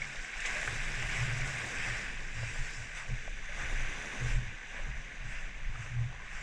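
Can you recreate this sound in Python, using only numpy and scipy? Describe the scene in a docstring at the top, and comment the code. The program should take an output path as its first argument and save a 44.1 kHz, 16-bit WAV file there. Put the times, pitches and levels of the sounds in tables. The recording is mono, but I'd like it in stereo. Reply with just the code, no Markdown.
"""Small waves break and run up a coarse coral beach: churning, bubbling and fizzing, over wind and soft steps.
The place is the water's edge; the microphones sit behind two ports in a hand-held camera's plastic housing.
Surf and foam are patchy noise mixed with damped sines; slaps, air pockets and sand grains are short rings.
The housing colours water and steps and shifts phase between the ports; wind is shaped noise and mount hum.
With distance up the beach the surf fades, fizz fastest; once the camera turns, part of the fizz is behind."""
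import sys
import numpy as np
from scipy import signal
from scipy.fft import rfft, irfft, next_fast_len
from scipy.io import wavfile
from scipy.ndimage import uniform_filter1d, map_coordinates

SR = 44100
rng = np.random.default_rng(int(sys.argv[2]) if len(sys.argv) > 2 else 0)


def transcribe(u):
    """Save the signal u as a 16-bit wav file named by the first command-line argument.

    u: samples, shape (n,) or (channels, n), limited to [-1, 1]; the rate is SR.
    q: integer samples, one column per channel.
    """
    v = np.clip(np.atleast_2d(u).T, -1, 1)
    q = np.round(v * 32767).astype(np.int16)
    wavfile.write(sys.argv[1], SR, q)


N = 283122

# waves running up the sand:
# (start [s], rise [s], hold [s], time to fall 20 dB [s], strength [dB])
WAVE_RUNS = [(-.14, 0.073, 0.47, 0.14, -10), (0.289, 0.2064, 0.102, 1.74, 0.58),
             (0.681, 0.373, 0.454, 1.2, -1.43), (1.33, 0.2835, 0.448, 0.3849, -3.5),
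             (2.336, 0.053, .14, 3.05, -8.5), (3.387, 0.235, 0.628, 0.5237, -0.75),
             (4.564, 0.102, 0.264, 4.1, -10.5)]
# surf colour through the housing: (frequency [Hz], left level [dB], right level [dB])
PORT_COLOUR = [(187.5, -7.5, -10), (333.5, -15, -12.5), (647, -15, -12), (886, -10.5, -8.5),
               (1115, -15.5, -5), (1235, -13.5, -7), (1520.6, -3, 1), (2270, -5.5, -1), (2621, -14.5, -1.5),
               (3228, -17.5, -11.5), (4015, -18, -19), (4460, -30.5, -21.5), (4600, -20, -15),
               (5700, -13.5, -10), (7893, -18, -13.5), (7898, -22, -20.5), (9135, -29.5, -25.5),
               (10524, -45, -44.5), (15230, -53, -49.5)]
# paths to the two ports: (frequency [Hz], left-right likeness [0-1], phase by which left leads [rad])
PORT_PATHS = [(300, 0.92, 1.5), (649, 0.72, 0.72), (1015.7, 0.44, -4), (1201, 0.55, 0), (1479.7, 0.815, -5),
              (2383, 1, -6), (3244, 0.93, -5), (4440, 0.165, -9.5), (4310, 0.265, -8.5),
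              (4960, 0.824, -8.5), (6745, 0.94, -8.5), (6923, 0.72, -10.5), (9140, 0.57, -11.5),
              (15000, .1, -12)]
# foam heard from behind the housing: (frequency [Hz], relative level [dB])
BEHIND_COLOUR = [(1000, -28), (2800, -25), (3500, 3.5), (4300, -7.5), (5600, -14), (5800, 8.5), (6700, 3.5),
                 (7400, -6), (7900, -13), (9200, -13.5), (10300, -23), (11500, -34), (15000, -41)]
# slow wind pressure on the ports: (time [s], relative level [dB])
BUFFET_LEVEL = [(0.0, -46.5), (0.11, -56), (0.2, -40), (0.29, -65), (0.36, -41.5), (1.43, -38.5),
                (1.68, -57), (1.79, -40), (2.52, -44), (2.59, -33.5), (2.68, -45.5), (3.06, -47),
                (3.11, -27), (3.18, -40.5), (3.63, -42), (3.74, -32.5), (4.11, -50), (4.35, -29),
                (4.65, -52.5), (4.9, -33.5), (5.15, -48), (5.27, -38), (5.6, -39), (5.7, -34.5),
                (5.81, -48), (6.42, -41)]
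# the breeze that sets the mount humming: (time [s], relative level [dB])
BREEZE_LEVEL = [(0.0, -47.5), (0.32, -71.5), (0.7, -53.5), (1.48, -41), (1.63, -54.5), (3.07, -59.5),
                (3.11, -49), (3.27, -67.5), (3.79, -55), (4.18, -59.5), (4.22, -49), (4.42, -56),
                (4.59, -68.5), (4.88, -57), (5.18, -64.5), (5.27, -52.5), (5.52, -69), (5.95, -46),
                (6.29, -68), (6.42, -54.5)]
# gusts that shake the mount: (peak time [s], half-length of the rise [s], relative level [dB])
MOUNT_GUSTS = [(0.717, 0.054, -44), (1.016, 0.093, -46), (1.218, 0.0215, -31), (1.302, 0.0394, -37),
               (1.442, 0.11, -44), (1.649, 0.0232, -48), (1.781, 0.022, -41.5), (1.906, .03, -41.5),
               (2.423, 0.0572, -38.5), (2.607, 0.0218, -42.5), (2.806, 0.0266, -46.5), (3.125, 0.0275, -37),
               (3.636, 0.049, -50.5), (3.804, 0.067, -49.5), (4.246, 0.036, -34), (4.38, 0.029, -31.5),
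               (4.482, 0.0297, -46.5), (4.895, 0.0336, -44.5), (5.259, 0.0294, -46), (5.699, .025, -47.5),
               (5.806, 0.032, -40), (6.0, 0.0587, -31.5)]
# spectrum of the slow buffeting: (frequency [Hz], relative level [dB])
BUFFET_COLOUR = [(8, -1), (22, 8), (36, -1), (48, -5), (70, -33), (100, -21), (200, -26), (600, -77),
                 (2000, -120)]
# spectrum of the eddies: (frequency [Hz], relative level [dB])
EDDY_COLOUR = [(25, -35.5), (60, 9), (80, 5), (150, -7), (200, -13.5), (300, -27.5), (700, -40.5),
               (2000, -120)]
# slaps of water and knocks of loose coral, before the ports:
# (time [s], peak level [dB], pitch [Hz], ring t60 [s], spray t60 [s])
SLAPS = [(.0187, -25.5, 2212, 0.0244, 0.018), (.0438, -30.5, 2170, 0.0176, 0.045),
         (.148, -34, 995, 0.0067, 0.042), (.159, -29, 4500, 0.00138, 0.022),
         (.4046, -27, 7200, 0.0018, 0.069), (.452, -24, 2366, 0.0034, 0.21),
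         (.46, -22.5, 6830, 0.00156, 0.095), (.6295, -24, 1890, 0.0055, 0.013),
         (.6775, -19.5, 1625, 0.0182, 0.015), (2.379, -36, 1100, 0.0042, 0.046),
         (2.431, -32, 790, 0.0031, 0.082), (2.557, -34.5, 810, 0.0053, 0.04),
         (3.277, -28.5, 800, 0.00194, 0.026), (3.589, -30.5, 1507, 0.0087, 0.24),
         (5.753, -35.5, 1350, 0.013, 0.06)]
# large air pockets closing, before the ports: (time [s], level [dB], starting pitch [Hz], t60 [s])
AIR_POCKETS = [(.557, -39.5, 599.4, 0.241), (2.429, -48, 502, 0.064), (2.555, -39.5, 763, 0.052),
               (3.098, -41, 457, 0.055), (3.277, -47.5, 589, 0.074), (3.49, -45, 568.4, 0.145),
               (4.791, -40, 551, 0.059)]
# steps in the coarse sand: (loudest moment [s], half-length of the rise [s],
# low scrunch level [dB], crunch level [dB], grit level [dB])
SAND_STEPS = [(1.177, 0.076, -48, -40, -51.5), (1.866, 0.12, -50, -39.5, -51.5),
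              (2.457, 0.136, -61, -46, -55), (2.684, 0.151, -82.5, -53.5, -54.5),
              (2.984, 0.036, -49.5, -44.5, -54), (4.297, 0.05, -67.5, -43, -51.5),
              (4.769, 0.068, -54.5, -46, -64.5), (5.338, 0.0856, -57, -46.5, -58.5),
              (5.824, 0.0803, -55, -50.5, -59.5), (6.378, 0.117, -56, -46, -57.5)]

ROLL_LAG_S = 0.069  # the deep roll follows the first hiss of a wave
HUSH_S, HUSH_HALF_S, HUSH_DB = 3.267, 0.118, -5  # churning drops as water draws back before a wave
TURN_S, TURN_LENGTH_S = 2.87, 0.45  # the camera turns its back on the water
BEHIND_SHARE, BEHIND_DB = 0.372, 4  # share of fizz power then taken from behind, and its extra level
BEHIND_RIGHT_DB = 7.5  # foam from behind favours the right port by this much
# the top of the fizz, weaker when the surf is quiet and stronger when it is loud
FIZZ_TOP_HZ, FIZZ_TOP_RANGE_DB = 8560, 7.5
GUST_EDGE, GUST_LINGER = 1.705, 1.26  # steepness of a gust's flanks; its fall against its rise
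FULL_GUST_DB, EDDY_DB, EDDY_GROWTH = -33.5, -44.5, 0.465  # eddies in a full gust; their dB per dB of gust
GURGLE_S, GURGLE_GAP_S, GURGLE_DB = 6.115, 0.037, -37  # a short chain of pockets
GURGLE_HZ, GURGLE_STEP_HZ, GURGLE_T60_S = 936, 25, 0.041  # each pocket higher than the last
TOP_HZ = 15500


def amp(db):
    """Decibels to gain."""
    return 10 ** (np.asarray(db) / 20)


def unit(x):
    """Scale to rms 1."""
    return x / np.sqrt(np.mean(x ** 2) + 1e-20)


def unit_mid(pair):
    """Scale a stereo pair so that its centre has rms 1."""
    return pair / np.sqrt(np.mean(pair.mean(0) ** 2) + 1e-20)


def along(points, hz):
    """Each column of a table over frequency, read on a log axis."""
    f, *cols = np.transpose(points)
    return np.array([np.interp(np.log(hz + 1), np.log(f + 1), c) for c in cols])


def curves(rows):
    """One value per sample for each column after the time."""
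    s, *cols = np.transpose(rows)
    return np.array([np.interp(np.arange(N) / SR, s, c) for c in cols])


def wobble(rate):
    """A smooth random curve, rate knots a second."""
    knots = rng.standard_normal(int(N * rate / SR) + 4)
    return map_coordinates(knots, [np.arange(N) * rate / SR])


def filtered(x, response):
    """x times a complex response of frequency."""
    m = next_fast_len(N + SR // 4)
    return irfft(rfft(x, m) * response(np.fft.rfftfreq(m, 1 / SR)), m)[..., :N]


def band(hz, lo_hz, hi_hz, order=10):
    """Gain of a steep band-pass."""
    low_side = 1 + (lo_hz / (hz + 1)) ** (2 * order)
    high_side = 1 + (hz / hi_hz) ** (2 * order)
    return 1 / np.sqrt(low_side * high_side)


def swell(peak_s, half_s, edge, linger):
    """A brief rounded swell of gain 1 whose fall lasts linger times its rise."""
    age = (np.arange(N) / SR - peak_s) / half_s
    return np.exp(-np.abs(np.where(age < 0, age, age / linger)) ** edge)


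def steadied(x, steadiness):
    """Even out the swells of a narrow noise, keeping its drifting phase."""
    z = signal.hilbert(x, next_fast_len(N))[:N]
    return unit(z.real / (np.abs(z) + 0.363 * x.std()) ** steadiness)


def rush(patchy_db):
    """Two unrelated noises sharing patches of random gain in time and frequency."""
    z = signal.stft(rng.standard_normal((2, N)), nperseg=512)[2]
    field = rng.standard_normal(z.shape[1:])
    field = uniform_filter1d(field, size=6, axis=0)
    field = uniform_filter1d(field, size=8, axis=1)
    patchy = z * amp(patchy_db * unit(field))
    return unit(signal.istft(patchy, nperseg=512)[1][:, :N])


def bubbles(rate, lo_hz, hi_hz, cycles, spread_db, rise, size=256):
    """Two streams of bubbles or grains: damped sines, 60 dB down after cycles turns, that may rise in pitch."""
    u = rng.random((int(rate * N / SR), 4))
    hz = lo_hz * (hi_hz / lo_hz) ** u[:, :1]
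    turns = hz * np.arange(size) / SR
    age = turns / cycles
    # skewed strengths, capped; the spread sets how unequal they are
    strength = amp(spread_db * np.minimum(-np.log(1 - u[:, 1:2]), np.pi))
    tones = np.sin(2 * np.pi * turns * (1 + rise * age))
    rings = strength * np.sqrt(hz / lo_hz) * amp(-60 * age) * tones
    at = (u[:, 2:3] * N).astype(int) + np.arange(size)
    bearing = 2 * np.pi * u[:, 3:]
    streams = [np.bincount(at.ravel(), (rings * g).ravel(), N)[:N]
               for g in (np.cos(bearing), np.sin(bearing))]
    return unit(np.array(streams))


def two_ports(pair, colour):
    """A shared and a differing stream reach the two ports by paths whose phase depends on frequency."""
    m = next_fast_len(N + SR // 4)
    hz = np.fft.rfftfreq(m, 1 / SR)
    likeness, lead = along(PORT_PATHS, hz)
    turn = np.arccos(np.clip(likeness, 0, 1)) / 2
    shared, differing = rfft(pair, m) * np.array([np.cos(turn), np.sin(turn)])
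    shift = np.exp(.5j * lead)
    ports = np.array([(shared + differing) * shift, (shared - differing) / shift])
    return irfft(ports * colour(hz), m)[:, :N]


def housed(pair, lo_hz, hi_hz):
    """One band of surf or sand, coloured by the housing, its centre at rms 1."""
    return unit_mid(two_ports(pair, lambda hz: amp(along(PORT_COLOUR, hz)) * band(hz, lo_hz, hi_hz)))


def wave_power(lag_s):
    """Each wave builds, runs up the sand and drains away; their powers add."""
    t = np.arange(N) / SR - lag_s
    total = np.zeros(N)
    for start, rise, hold, fall, db in WAVE_RUNS:
        build = np.clip((t - start) / rise, 0, 1)
        draining = np.maximum(t - start - rise - hold, 0)
        total += (build * amp(db - 20 * draining / fall)) ** 2
    return total


def foam(power):
    """Fizz of bursting foam: duller between waves, and recoloured once it comes from behind the housing."""
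    fizz = rush(patchy_db=1.5) + amp(-7.5) * bubbles(
        1600, 3514, 13750, cycles=14.9, spread_db=6.5, rise=0.025, size=96)
    behind = two_ports(rush(patchy_db=0.76), lambda hz: amp(along(BEHIND_COLOUR, hz)))
    behind = unit_mid(behind * amp([[-BEHIND_RIGHT_DB], [0]]))
    turned = np.clip((np.arange(N) / SR - TURN_S) / TURN_LENGTH_S, 0, 1) * BEHIND_SHARE
    heard = np.sqrt(1 - turned) * housed(fizz, 3540, 14600) + np.sqrt(turned) * amp(BEHIND_DB) * behind
    dull = filtered(heard, lambda hz: band(hz, 100, FIZZ_TOP_HZ))
    # at most half the range down in quiet surf, half up in loud surf
    top_db = FIZZ_TOP_RANGE_DB * (np.minimum(np.sqrt(power), 1) - 0.5)
    return dull + (heard - dull) * amp(top_db)


def surf():
    """Waves roll and churn, small bubbles seethe over the sand, and the finest burst as foam."""
    t, power = np.arange(N) / SR, wave_power(0)
    slop = wobble(28)  # the water's front breaks up unevenly

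    def level(drive, wave_db, sea_db, loss_db_per_s, slop_db):
        """A wave's sound over that of the sea, fading as the camera is carried away."""
        water = np.sqrt(amp(wave_db) ** 2 * drive + amp(sea_db) ** 2)
        return water * amp(slop_db * slop - loss_db_per_s * t)

    roll = rush(patchy_db=1.7)
    churn = rush(patchy_db=0.84) + amp(-17.5) * bubbles(
        130, 539, 1359, cycles=12.1, spread_db=-1, rise=0.162, size=1024)
    wash = rush(patchy_db=1.025) + amp(-12.5) * bubbles(
        650, 1323, 3990, cycles=19.3, spread_db=1.84, rise=0.117, size=320)
    hush = amp(HUSH_DB * swell(HUSH_S, HUSH_HALF_S, edge=3.6, linger=0.97))

    roll_level = level(wave_power(ROLL_LAG_S), wave_db=-53, sea_db=-65.5, loss_db_per_s=0.0043, slop_db=1.26)
    churn_level = hush * level(power, wave_db=-51, sea_db=-59, loss_db_per_s=0.4386, slop_db=0.64)
    wash_level = level(power, wave_db=-39, sea_db=-45.5, loss_db_per_s=0.8415, slop_db=-0.54)
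    fizz_level = level(power, wave_db=-48.5, sea_db=-55.5, loss_db_per_s=1.72, slop_db=0.89)
    return (roll_level * housed(roll, 163, 566.7)
            + churn_level * housed(churn, 552, 1206)
            + wash_level * housed(wash, 1295, 4920)
            + fizz_level * foam(power))


def rumble(colour, apart, steadiness):
    """Turbulent pressure on the two ports, partly their own."""
    noise = rng.standard_normal((2, N))
    shared, differing = unit(filtered(noise, lambda hz: amp(along(colour, hz))))
    shared = steadied(shared, steadiness)
    return np.array([shared + apart * differing, shared - apart * differing])


def mount_mode(hz, width_hz):
    """A resonance of the mount driven by turbulence; its phase drifts while its strength is held nearly even."""
    ringing = filtered(rng.standard_normal(N), lambda f: 1 / (1 + ((f - hz) / width_hz) ** 2) ** 2)
    return steadied(ringing, steadiness=1.0)


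def wind():
    """Slow buffeting on the ports; the breeze and each gust shed eddies and shake the mount."""
    breeze = amp(curves(BREEZE_LEVEL))
    gust = amp(-17.5) * breeze
    for s, half_s, db in MOUNT_GUSTS:
        gust = gust + amp(db) * swell(s, half_s, GUST_EDGE, GUST_LINGER)

    # the two-row gains are left and right
    buffet_level = np.hypot(amp(curves(BUFFET_LEVEL) + 2.3), amp(-16.5) * gust)
    buffet = buffet_level * rumble(BUFFET_COLOUR, apart=0.287, steadiness=0.351) * amp([[-2.5], [.5]])
    eddy_level = amp(EDDY_DB) * (gust / amp(FULL_GUST_DB)) ** EDDY_GROWTH
    eddies = eddy_level * rumble(EDDY_COLOUR, apart=0.71, steadiness=0.82) * amp([[-2], [1.5]])
    shake = gust * mount_mode(118.09, width_hz=6.6) * amp([[-3.2], [2.4]])
    hum_level = np.hypot(amp(4.5) * breeze, amp(-17) * gust)
    hum = hum_level * mount_mode(139.2, width_hz=15.7) * amp([[-17], [-1]])
    return buffet + eddies + shake + hum


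def splashes():
    """Water slaps and coral knocks ring through decaying spray; air pockets close with a short rising note."""
    out, t = np.zeros(N + SR), np.arange(SR // 5) / SR
    for s, db, hz, ring_t60, spray_t60 in SLAPS:
        ring = amp(-60 * t / ring_t60) * np.sin(2 * np.pi * hz * t)
        spray = rng.standard_normal(len(t)) * amp(-60 * t / spray_t60)
        spray[0] += 8  # the first impact outweighs each later droplet
        slap = signal.fftconvolve(spray, ring)[:len(t)]
        out[round(s * SR):][:len(t)] += amp(db) * slap / np.abs(slap).max()

    gurgle = []
    for k, (late, big) in enumerate(rng.standard_normal(size=(5, 2))):
        s = GURGLE_S + GURGLE_GAP_S * (k + 0.186 * late)
        gurgle.append((s, GURGLE_DB + 2 * big, GURGLE_HZ + GURGLE_STEP_HZ * k, GURGLE_T60_S))
    for s, db, hz, t60 in AIR_POCKETS + gurgle:
        onset = 1 - np.exp(-t / 0.00078)
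        note = np.sin(2 * np.pi * hz * t * (1 + 0.123 * t / t60)) * onset
        out[round(s * SR):][:len(t)] += amp(db - 60 * t / t60) * note

    # the water lies to the right
    source = np.array([out[:N], np.zeros(N)])
    return two_ports(source, lambda hz: band(hz, 462, 8150)) * amp([[-2], [2.5]])


def steps():
    """Each step presses the coral sand: a low scrunch, a crunch of clicking pieces and fine grit."""
    presses = np.array([swell(s, half_s, edge=1.62, linger=1.483) for s, half_s, *_ in SAND_STEPS])
    scrunch, crunch, grit = amp(np.transpose(SAND_STEPS)[2:]) @ presses
    pieces = rush(patchy_db=3.5) + amp(-11.5) * bubbles(
        700, 1292, 3380, cycles=14.2, spread_db=0.5, rise=0, size=320)
    return (scrunch * housed(rush(patchy_db=3.0), 538, 1400)
            + crunch * housed(pieces, 1373, 3780)
            + grit * housed(rush(patchy_db=2.52), 3840, 14000))


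def scene():
    """Water, wind and steps at the camera."""
    return surf() + wind() + splashes() + steps()


def record(dry):
    """The camera keeps nothing above its band limit."""
    return filtered(dry, lambda hz: hz < TOP_HZ)


dry = scene()
out = record(dry)
transcribe(out)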